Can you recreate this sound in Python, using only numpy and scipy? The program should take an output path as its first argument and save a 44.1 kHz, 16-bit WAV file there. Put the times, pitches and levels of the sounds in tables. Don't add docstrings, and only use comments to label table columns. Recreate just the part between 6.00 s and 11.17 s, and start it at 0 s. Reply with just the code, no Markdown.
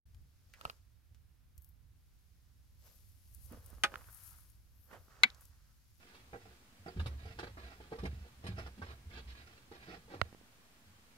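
import sys
import numpy as np
from scipy import signal
from scipy.fft import rfft, irfft, next_fast_len
from scipy.io import wavfile
from scipy.ndimage import uniform_filter1d

SR = 44100
rng = np.random.default_rng(int(sys.argv[2]) if len(sys.argv) > 2 else 0)


def magnitude_from_level(level_db):
    exponent = np.asarray(level_db, float) / 20
    return 10 ** exponent


def wav_record(signal):
    frames = np.transpose(np.atleast_2d(signal))
    bounded = np.clip(frames, -1, 1)
    quanta = np.round(bounded * 32767).astype(np.int16)
    wavfile.write(sys.argv[1], SR, quanta)


N = 227993
PADDED = next_fast_len(N, True)
TOP_HZ = 15740

# (frequency [Hz], level per Hz [dB])
HUSH_SPECTRUM = [(20, 0), (40, -8), (138, -10.5), (248, -5.5), (328, -16), (1570, -19), (3250, -22),
                 (16000, -31)]
# (frequency [Hz], likeness [-1 to 1])
HUSH_LIKENESS = [(60, 0.4), (180, 0.7), (550, 0.56), (1650, -0.043), (4970, -0.1), (15000, -0.12)]
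# (start [s], length [s], rustle at start [dB], swell to the end [dB], wood grumble [dB])
STROKES = [(0.0, .2, -71, -2, 2), (0.325, .03, -77, -4, 21), (0.399, .13, -75, -1, 5.5),
           (0.865, 0.058, -70, 0.5, 12), (0.953, 0.19, -68.5, -2, 8.5), (1.179, 0.15, -68.5, 5, 0),
           (1.377, 0.1, -60.5, -3.5, 9.5), (1.568, 0.16, -61, -4.5, 5), (1.797, 0.076, -68.5, -3, 8.5),
           (1.905, 0.038, -65.5, -2.5, 13.5), (1.985, .09, -67, 1, 6), (2.103, 0.21, -71.5, -7.5, 1),
           (2.421, 0.099, -64, 0.5, 7.5), (2.555, .12, -62.5, -5.5, 6), (2.812, 0.097, -58.5, -5, 3.5),
           (3.097, 0.091, -64, 7.5, 0), (3.265, 0.043, -60.5, 4.5, -13.5), (3.342, 0.071, -64.5, -0.5, -3),
           (3.46, 0.13, -67.5, -4.5, -1), (3.709, 0.067, -60, -5, 3.5), (3.796, 0.064, -65, 2.5, -2.5),
           (3.865, .075, -62, 3, 10), (4.088, 0.054, -68, 9.5, 14.5), (4.225, .03, -71, -5.5, 13)]
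# (time [s], level [dB])
SHUDDER = [(0.0, -69), (0.3, -60), (0.56, -70.5), (0.9, -74), (0.98, -40), (1.12, -49), (1.54, -53),
           (1.71, -64), (2.04, -51.5), (2.1, -40), (2.25, -65), (2.6, -45), (2.8, -58), (3.25, -52.5),
           (3.53, -65.5), (3.83, -60.5), (4.3, -61.5), (4.55, -72)]
# (time [s], peak [dB], claw brightness [dB], edge ring [dB])
KNOCKS = [(0.146, -64, 4, -4), (0.332, -41, -38, -14), (0.348, -45, -34, -21), (0.456, -50.5, -19, -23),
          (0.862, -41.5, -22, -16), (0.881, -43.5, -24, -19), (0.997, -47, -5, -7),
          (1.06, -44.5, -3, -10.5), (1.255, -52, -12, -17), (1.389, -44.5, -4, -4.5),
          (1.431, -38.5, -19.5, -12.5), (1.572, -47, -25, -10.5), (1.719, -61.5, -9, -1.5),
          (1.803, -45, -24, -22), (1.925, -35.5, -25, -18.5), (1.957, -47, -17, -19), (1.986, -50, -8, -7),
          (2.035, -41, -14, -26), (2.053, -38, -12, -16.5), (2.249, -56, -26, -22),
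          (2.441, -45.5, -10.5, -19), (2.466, -48.5, 2.5, -13), (2.581, -45, -9, -7),
          (2.596, -48.5, -13, -15), (2.663, -47.5, -11, -9), (2.779, -58, -7.5, -17),
          (2.818, -47.5, -15, -4), (2.905, -60.5, 0.5, 0.5), (3.716, -45, -19, -20),
          (4.081, -51.5, -22, -28)]
# (time [s], peak [dB], boom pitch [Hz], time to fall 60 dB [s])
PUSHES = [(0.963, -37, 60, 0.11), (0.983, -31, 80.7, 0.27), (1.059, -34.5, 111, 0.12),
          (1.096, -41.5, 72, 0.63), (1.255, -40, 90, 0.12), (1.389, -49, 82.5, 0.2),
          (1.455, -51, 61.9, 0.21), (1.509, -47.5, 96, 0.11), (1.574, -48, 71.4, 0.2),
          (1.632, -45.5, 64.3, 0.27), (1.989, -38.5, 63.4, 0.23), (2.029, -41, 96.9, 0.17),
          (2.06, -37.5, 75.6, 0.22), (2.16, -39.5, 80, 0.097), (2.208, -40, 67.6, 0.19),
          (2.443, -38, 86.4, 0.18), (2.484, -36, 105, 0.17), (2.539, -35, 81.3, 0.12),
          (2.579, -40, 77.6, 0.27), (2.816, -37.5, 85.4, 0.16), (2.878, -40.5, 70.0, 0.17),
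          (3.067, -41.5, 80, 0.19), (3.13, -44.5, 62, 0.26), (3.257, -43.5, 61.6, 0.27),
          (4.25, -44, 78.1, 0.13)]
# (time [s], peak [dB], boom pitch [Hz])
NUDGES = [(0.332, -58.5, 114), (0.429, -57, 100.4), (0.482, -55, 68), (0.793, -53.5, 92),
          (0.859, -56.5, 75.4), (1.316, -50.5, 78), (1.79, -51.5, 61.6), (1.906, -54, 61), (2.658, -50, 70),
          (2.778, -57, 88), (3.407, -56.5, 70), (3.502, -61, 111.5), (4.137, -57, 104), (4.155, -53, 95),
          (4.19, -51, 105), (4.863, -60, 85.4), (4.91, -62, 100)]
# (time [s], peak [dB], pitch [Hz], time to fall 60 dB [s])
PANEL_NOTES = [(.331, -47.5, 440, 0.087), (.335, -51, 800, 0.091), (.338, -50, 1220, .05),
               (.868, -49, 800, .06), (.885, -47, 740, .07), (.972, -48.5, 363, 0.14),
               (1.255, -52, 446, 0.26), (1.392, -39.5, 828, 0.065), (1.431, -38, 786, 0.045),
               (1.575, -51, 461, 0.17), (1.802, -57, 446, .12), (1.921, -36.5, 447, 0.15),
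               (1.922, -43, 735, 0.098), (1.95, -48, 454, 0.072), (2.036, -40, 366, 0.056),
               (2.047, -39, 290, 0.058), (2.821, -50, 895, .05), (3.715, -51, 418, .06),
               (3.175, -51, 447, 0.09), (3.885, -48.5, 323, 0.14), (3.9, -51, 1290, 0.066),
               (4.082, -54, 420, .05), (4.14, -47, 790, .09)]
# (time [s], peak [dB], pitch [Hz], time to fall 60 dB [s])
RAIL_SLAPS = [(.335, -54, 183, 0.16), (.862, -48.5, 166.5, 0.16), (0.965, -36, 176, 0.091),
              (1.382, -58, 196.4, 0.069), (1.92, -51.5, 186, 0.098), (2.032, -34, 190, 0.069),
              (2.048, -38, 186, 0.077), (2.445, -43.5, 187, 0.1), (2.487, -40, 184, 0.17),
              (2.779, -47, 211, 0.099), (2.795, -41.5, 225, 0.074), (3.883, -50.5, 177, 0.16),
              (3.98, -56, 183, .1), (4.218, -43, 190, .05)]
# (time [s], peak [dB], pitch [Hz])
LATCH = [
    (.885, -50, 4660),
    (.997, -41.5, 2890),
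    (.997, -42.5, 3633),
    (1.062, -42, 3760),
    (1.2, -59, 3760),
    (1.925, -47, 1650),
    (2.055, -40.5, 2114),
    (2.822, -40, 1570),
    (3.115, -46.5, 2210),
]

# (frequency [Hz], width [Hz], level [dB])
PANEL_MODES = [(70, 14.3, 7.5), (106.8, 21, 2), (186, 19, -13), (29.8, 23, -5)]
WOOD_MODES = [(289, 15, -21), (374, 15, 0), (442.5, 19, -5), (482.7, 30, 3), (553, 23, -4.5), (688, 89, 0),
              (800, 95, 2.5)]
EDGE_MODES = [(983, 210, -3), (1220, 200, 0), (1424, 330, 3.5), (1650, 440, -0.5), (1883, 100, -3.5)]
CLAW_TIP_MODES = [(2950, 510, 1), (4500, 1700, 1), (7500, 3000, -20)]
# (frequency [Hz], level per Hz [dB])
CLAW_SPECTRUM = [(1180, -9), (2000, 0), (3100, -5), (3750, -3.5), (5470, -9), (7000, -25), (9100, -51),
                 (15400, -120)]
RUSTLE_SPECTRUM = [(1000, -26), (1700, -2), (2250, -2.5), (3390, -6), (4330, -6), (5720, -18.5),
                   (10000, -38), (19800, -120)]
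SQUEAK_SPECTRUM = [(4000, -35), (6500, -1), (10500, 4), (13000, -6), (16000, -34)]

# (frequency [Hz], left minus right [dB])
DOOR_BALANCE = [(60, -1.5), (150, -1), (380, -2), (950, -4), (2380, -3.5), (5980, -8.5), (15000, 14)]
# (frequency [Hz], likeness [0 to 1])
DOOR_LIKENESS = [(60, 1), (400, 1), (1000, 0.5), (2500, 0.22), (5000, 0.26), (9000, 0.12)]

# (time [s], level [dB])
NAIL_CONTACTS = [
    (4.214, -21),
    (4.2151, -0.5),
    (4.216, -14.5),
    (4.2173, -14.5),
]
# (frequency [Hz], level [dB], time to fall 60 dB [s], rise [s])
CASE_LEFT = [(680, -11, .013, .0006), (1070, -3.5, 0.0044, 0.00068), (1850, -17.5, 0.0057, 0.000075),
             (4080, -28, 0.0035, 0.00025), (8000, -39, .006, 0.00011), (12500, -34, .003, .0001)]
CASE_RIGHT = [(630, -17.5, 0.014, .0003), (1450, -6.5, 0.0062, 0.00025), (1950, -13, .008, 0.00013),
              (2610, -19, .008, 0.000066), (3900, -19.5, 0.009, 0.00026), (7240, -39, 0.0047, 0.00011),
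              (12300, -35, 0.0028, 0.000088)]
# (level [dB], frequency [Hz], time to fall 60 dB [s])
CASE_FLEX = (-22, 94, 0.059)
# (time [s], peak [dB])
CREAKS = [
    (4.197, -42),
    (4.329, -40),
    (4.349, -41),
    (4.414, -45.5),
]


def evened(x):
    return x / np.sqrt(np.mean(x ** 2) + 1e-20)


def read(points, hz):
    f, value = np.transpose(points)
    return np.interp(np.log(hz + 1), np.log(f + 1), value)


def curve(rows):
    s, *columns = np.transpose(rows)
    return [np.interp(np.arange(N) / SR, s, c) for c in columns]


def add(mix, s, sound):
    part = mix[..., max(round(s * SR), 0):][..., :sound.shape[-1]]
    part += sound[..., :part.shape[-1]]


def colour(x, points):
    gain = magnitude_from_level(read(points, np.fft.rfftfreq(PADDED, 1 / SR)))
    return evened(irfft(rfft(x, PADDED) * gain, PADDED)[:N])


def body(x, modes):
    t = np.arange(8192) / SR
    ring = np.zeros(len(t))
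    for hz, width, db in modes:
        decay = np.exp(-np.pi * width * t)
        ring += magnitude_from_level(db) * np.sqrt(width) * decay * np.sin(2 * np.pi * hz * t)
    return signal.oaconvolve(x, ring / np.linalg.norm(ring))[:N]


def grains(per_s, spread_db):
    size = magnitude_from_level(spread_db * np.minimum(rng.exponential(1, N), 3)) * rng.standard_normal(N)
    return evened(size * (rng.random(N) < per_s / SR))


def hush():
    hz = np.fft.rfftfreq(N, 1 / SR)
    left, other = rfft(rng.standard_normal((2, N)))
    same = np.clip(read(HUSH_LIKENESS, hz), -1, 1)
    right = same * left + np.sqrt(1 - same ** 2) * other
    both = np.array([left, right]) * magnitude_from_level(read(HUSH_SPECTRUM, hz)) * (hz < TOP_HZ)
    return magnitude_from_level(-64.5) * evened(irfft(both * np.sqrt(2 / (1 + same)), N))


def drag():
    touch_s, lift_db_per_s, resting_db = 0.011, 330, -79
    force = magnitude_from_level(resting_db) * np.ones((3, N))
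    for s, length, db, swell_db, grumble_db in STROKES:
        t = np.arange(0, length + .2, 1 / SR)
        swell = swell_db * np.minimum(t / length, 1)
        lift = lift_db_per_s * np.maximum(t - length, 0)
        shape = magnitude_from_level(db + swell - lift) * (1 - np.exp(-t / touch_s))
        edge_db = -4 + 0.52 * grumble_db
        add(force, s, magnitude_from_level([[0], [grumble_db], [edge_db]]) * shape)
    return force


def rubbing():
    drift = uniform_filter1d(uniform_filter1d(rng.standard_normal(N), 400), 250)
    fur, wood, edge = drag() * magnitude_from_level(1.7 * evened(drift))
    slips = grains(3000, 1.0)
    rustle = magnitude_from_level(0.5) * fur * colour(grains(9000, 1.9), RUSTLE_SPECTRUM)
    grumble = body(magnitude_from_level(-5.5) * wood * slips, WOOD_MODES) + body(magnitude_from_level(2.0) * edge * slips, EDGE_MODES)
    shudder = body(magnitude_from_level(curve(SHUDDER)[0] - 1) * grains(400, 1.3), PANEL_MODES)
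    return rustle + grumble + shudder


def knocks():
    force, blows, t = np.zeros((4, N)), np.zeros((4, N)), np.arange(SR // 4) / SR
    for s, db, claw_db, edge_db in KNOCKS:
        chatter_s = max(.019 - .0004 * (db + 46.5), .002)
        squeak_db = -13.5 + claw_db
        shares = magnitude_from_level(db) * magnitude_from_level([[0], [edge_db], [claw_db], [squeak_db]])
        add(force, s, shares * np.exp(-(t / chatter_s) ** 1.5) * (1 - np.exp(-t / 0.00098)))
        add(blows, s, shares * np.hanning(12))
    slips = grains(4000, 2.2)
    wood = body(magnitude_from_level(-6.5) * force[0] * slips + magnitude_from_level(1.5) * blows[0], WOOD_MODES)
    edge = body(magnitude_from_level(6.5) * force[1] * slips + magnitude_from_level(12.0) * blows[1], EDGE_MODES)
    scrape = magnitude_from_level(1.5) * force[2] * colour(grains(6000, 3.3), CLAW_SPECTRUM)
    claw = scrape + body(magnitude_from_level(10.0) * blows[2], CLAW_TIP_MODES)
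    squeak = magnitude_from_level(1.5) * force[3] * colour(grains(9000, 2.0), SQUEAK_SPECTRUM)
    return wood + edge + claw + squeak


def pushes():
    out, t = np.zeros(N), np.arange(SR // 2) / SR
    start = 1 - np.exp(-t / 0.012)
    rows = [(*row, -19) for row in PUSHES]
    rows += [(*row, 0.25, -10.5) for row in NUDGES]
    for s, db, hz, t60, upper_db in rows:
        upper_hz = 186.8 * (1 + 0.031 * rng.standard_normal())
        boom = np.sin(2 * np.pi * hz * t) * magnitude_from_level(-60 * t / t60)
        upper = np.sin(2 * np.pi * upper_hz * t) * magnitude_from_level(-60 * t / 0.187)
        add(out, s - .004, magnitude_from_level(db + 6.0) * (boom + magnitude_from_level(upper_db) * upper) * start)
    return out


def clear_tones():
    out, t = np.zeros(N), np.arange(SR // 4) / SR
    latch = [(*row, .045) for row in LATCH]
    for s, db, hz, t60 in [*PANEL_NOTES, *RAIL_SLAPS, *latch]:
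        tone = magnitude_from_level(db - 60 * t / t60) * np.sin(2 * np.pi * hz * t)
        add(out, s - .002, tone * (1 - np.exp(-t / 0.00073)))
    return out


def ports(x):
    left_lead_s, turn_hz = 0.00025, 2.3
    hz, t = np.fft.rfftfreq(PADDED, 1 / SR), np.arange(3000) / SR
    same = np.clip(read(DOOR_LIKENESS, hz), 0, 1)
    tilt = magnitude_from_level(read(DOOR_BALANCE, hz) / 2)
    lead = np.array([np.exp(2j * np.pi * hz * left_lead_s), np.ones(len(hz))])
    heard = np.sqrt(same) * rfft(x, PADDED) * lead
    for k in range(3):
        scatter = rng.standard_normal((2, 3000)) * magnitude_from_level(-60 * t / 0.05)
        scatter /= np.linalg.norm(scatter[0])
        turn = np.sqrt(2 / 3) * np.cos(2 * np.pi * (turn_hz * np.arange(N) / SR + k / 3))
        heard += np.sqrt(1 - same) * rfft(x * turn, PADDED) * rfft(scatter, PADDED)
    return irfft(heard * np.array([tilt, 1 / tilt]) * (hz < TOP_HZ), PADDED)[:, :N]


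def creaks():
    out, t = np.zeros((2, N)), np.arange(4000) / SR
    tones = [(350, 2.0), (800, -11.5), (1700, -16)]  # (frequency [Hz], level [dB])
    creak = sum(magnitude_from_level(db - 60 * t / 0.006) * np.sin(2 * np.pi * hz * t) for hz, db in tones)
    for s, db in CREAKS:
        add(out, s - .001, magnitude_from_level(db) * magnitude_from_level([[-6], [3]]) * creak)
    return out


def tick():
    out, t = np.zeros((2, N)), np.arange(4000) / SR
    low_cut = signal.butter(2, 520, "high", fs=SR, output="sos")
    for port, modes, lag_s in zip(out, (CASE_LEFT, CASE_RIGHT), (.00045, 0)):
        ring = np.zeros(len(t))
        for hz, db, t60, rise in modes:
            start = 1 - np.exp(-(t / max(rise, 1e-5)) ** 2)
            ring += start * magnitude_from_level(db - 60 * t / t60) * np.sin(2 * np.pi * hz * t)
        ring = signal.sosfilt(low_cut, ring)
        for s, db in NAIL_CONTACTS:
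            add(port, s + lag_s, magnitude_from_level(db) * ring)
    db, hz, t60 = CASE_FLEX
    bend = -magnitude_from_level(db - 60 * t / t60) * np.sin(2 * np.pi * hz * t)
    add(out[1], 4.2167, bend)
    return out


def scene():
    door = rubbing() + knocks() + pushes() + clear_tones()
    return hush() + ports(door) + creaks() + tick()


def top_cut(x):
    return signal.sosfilt(signal.butter(12, 16420, fs=SR, output="sos"), x)


def record(dry):
    thin = signal.sosfilt(signal.butter(2, 42, "high", fs=SR, output="sos"), dry)
    return top_cut(thin + 0.00033)


dry = scene()
out = record(dry)
wav_record(out)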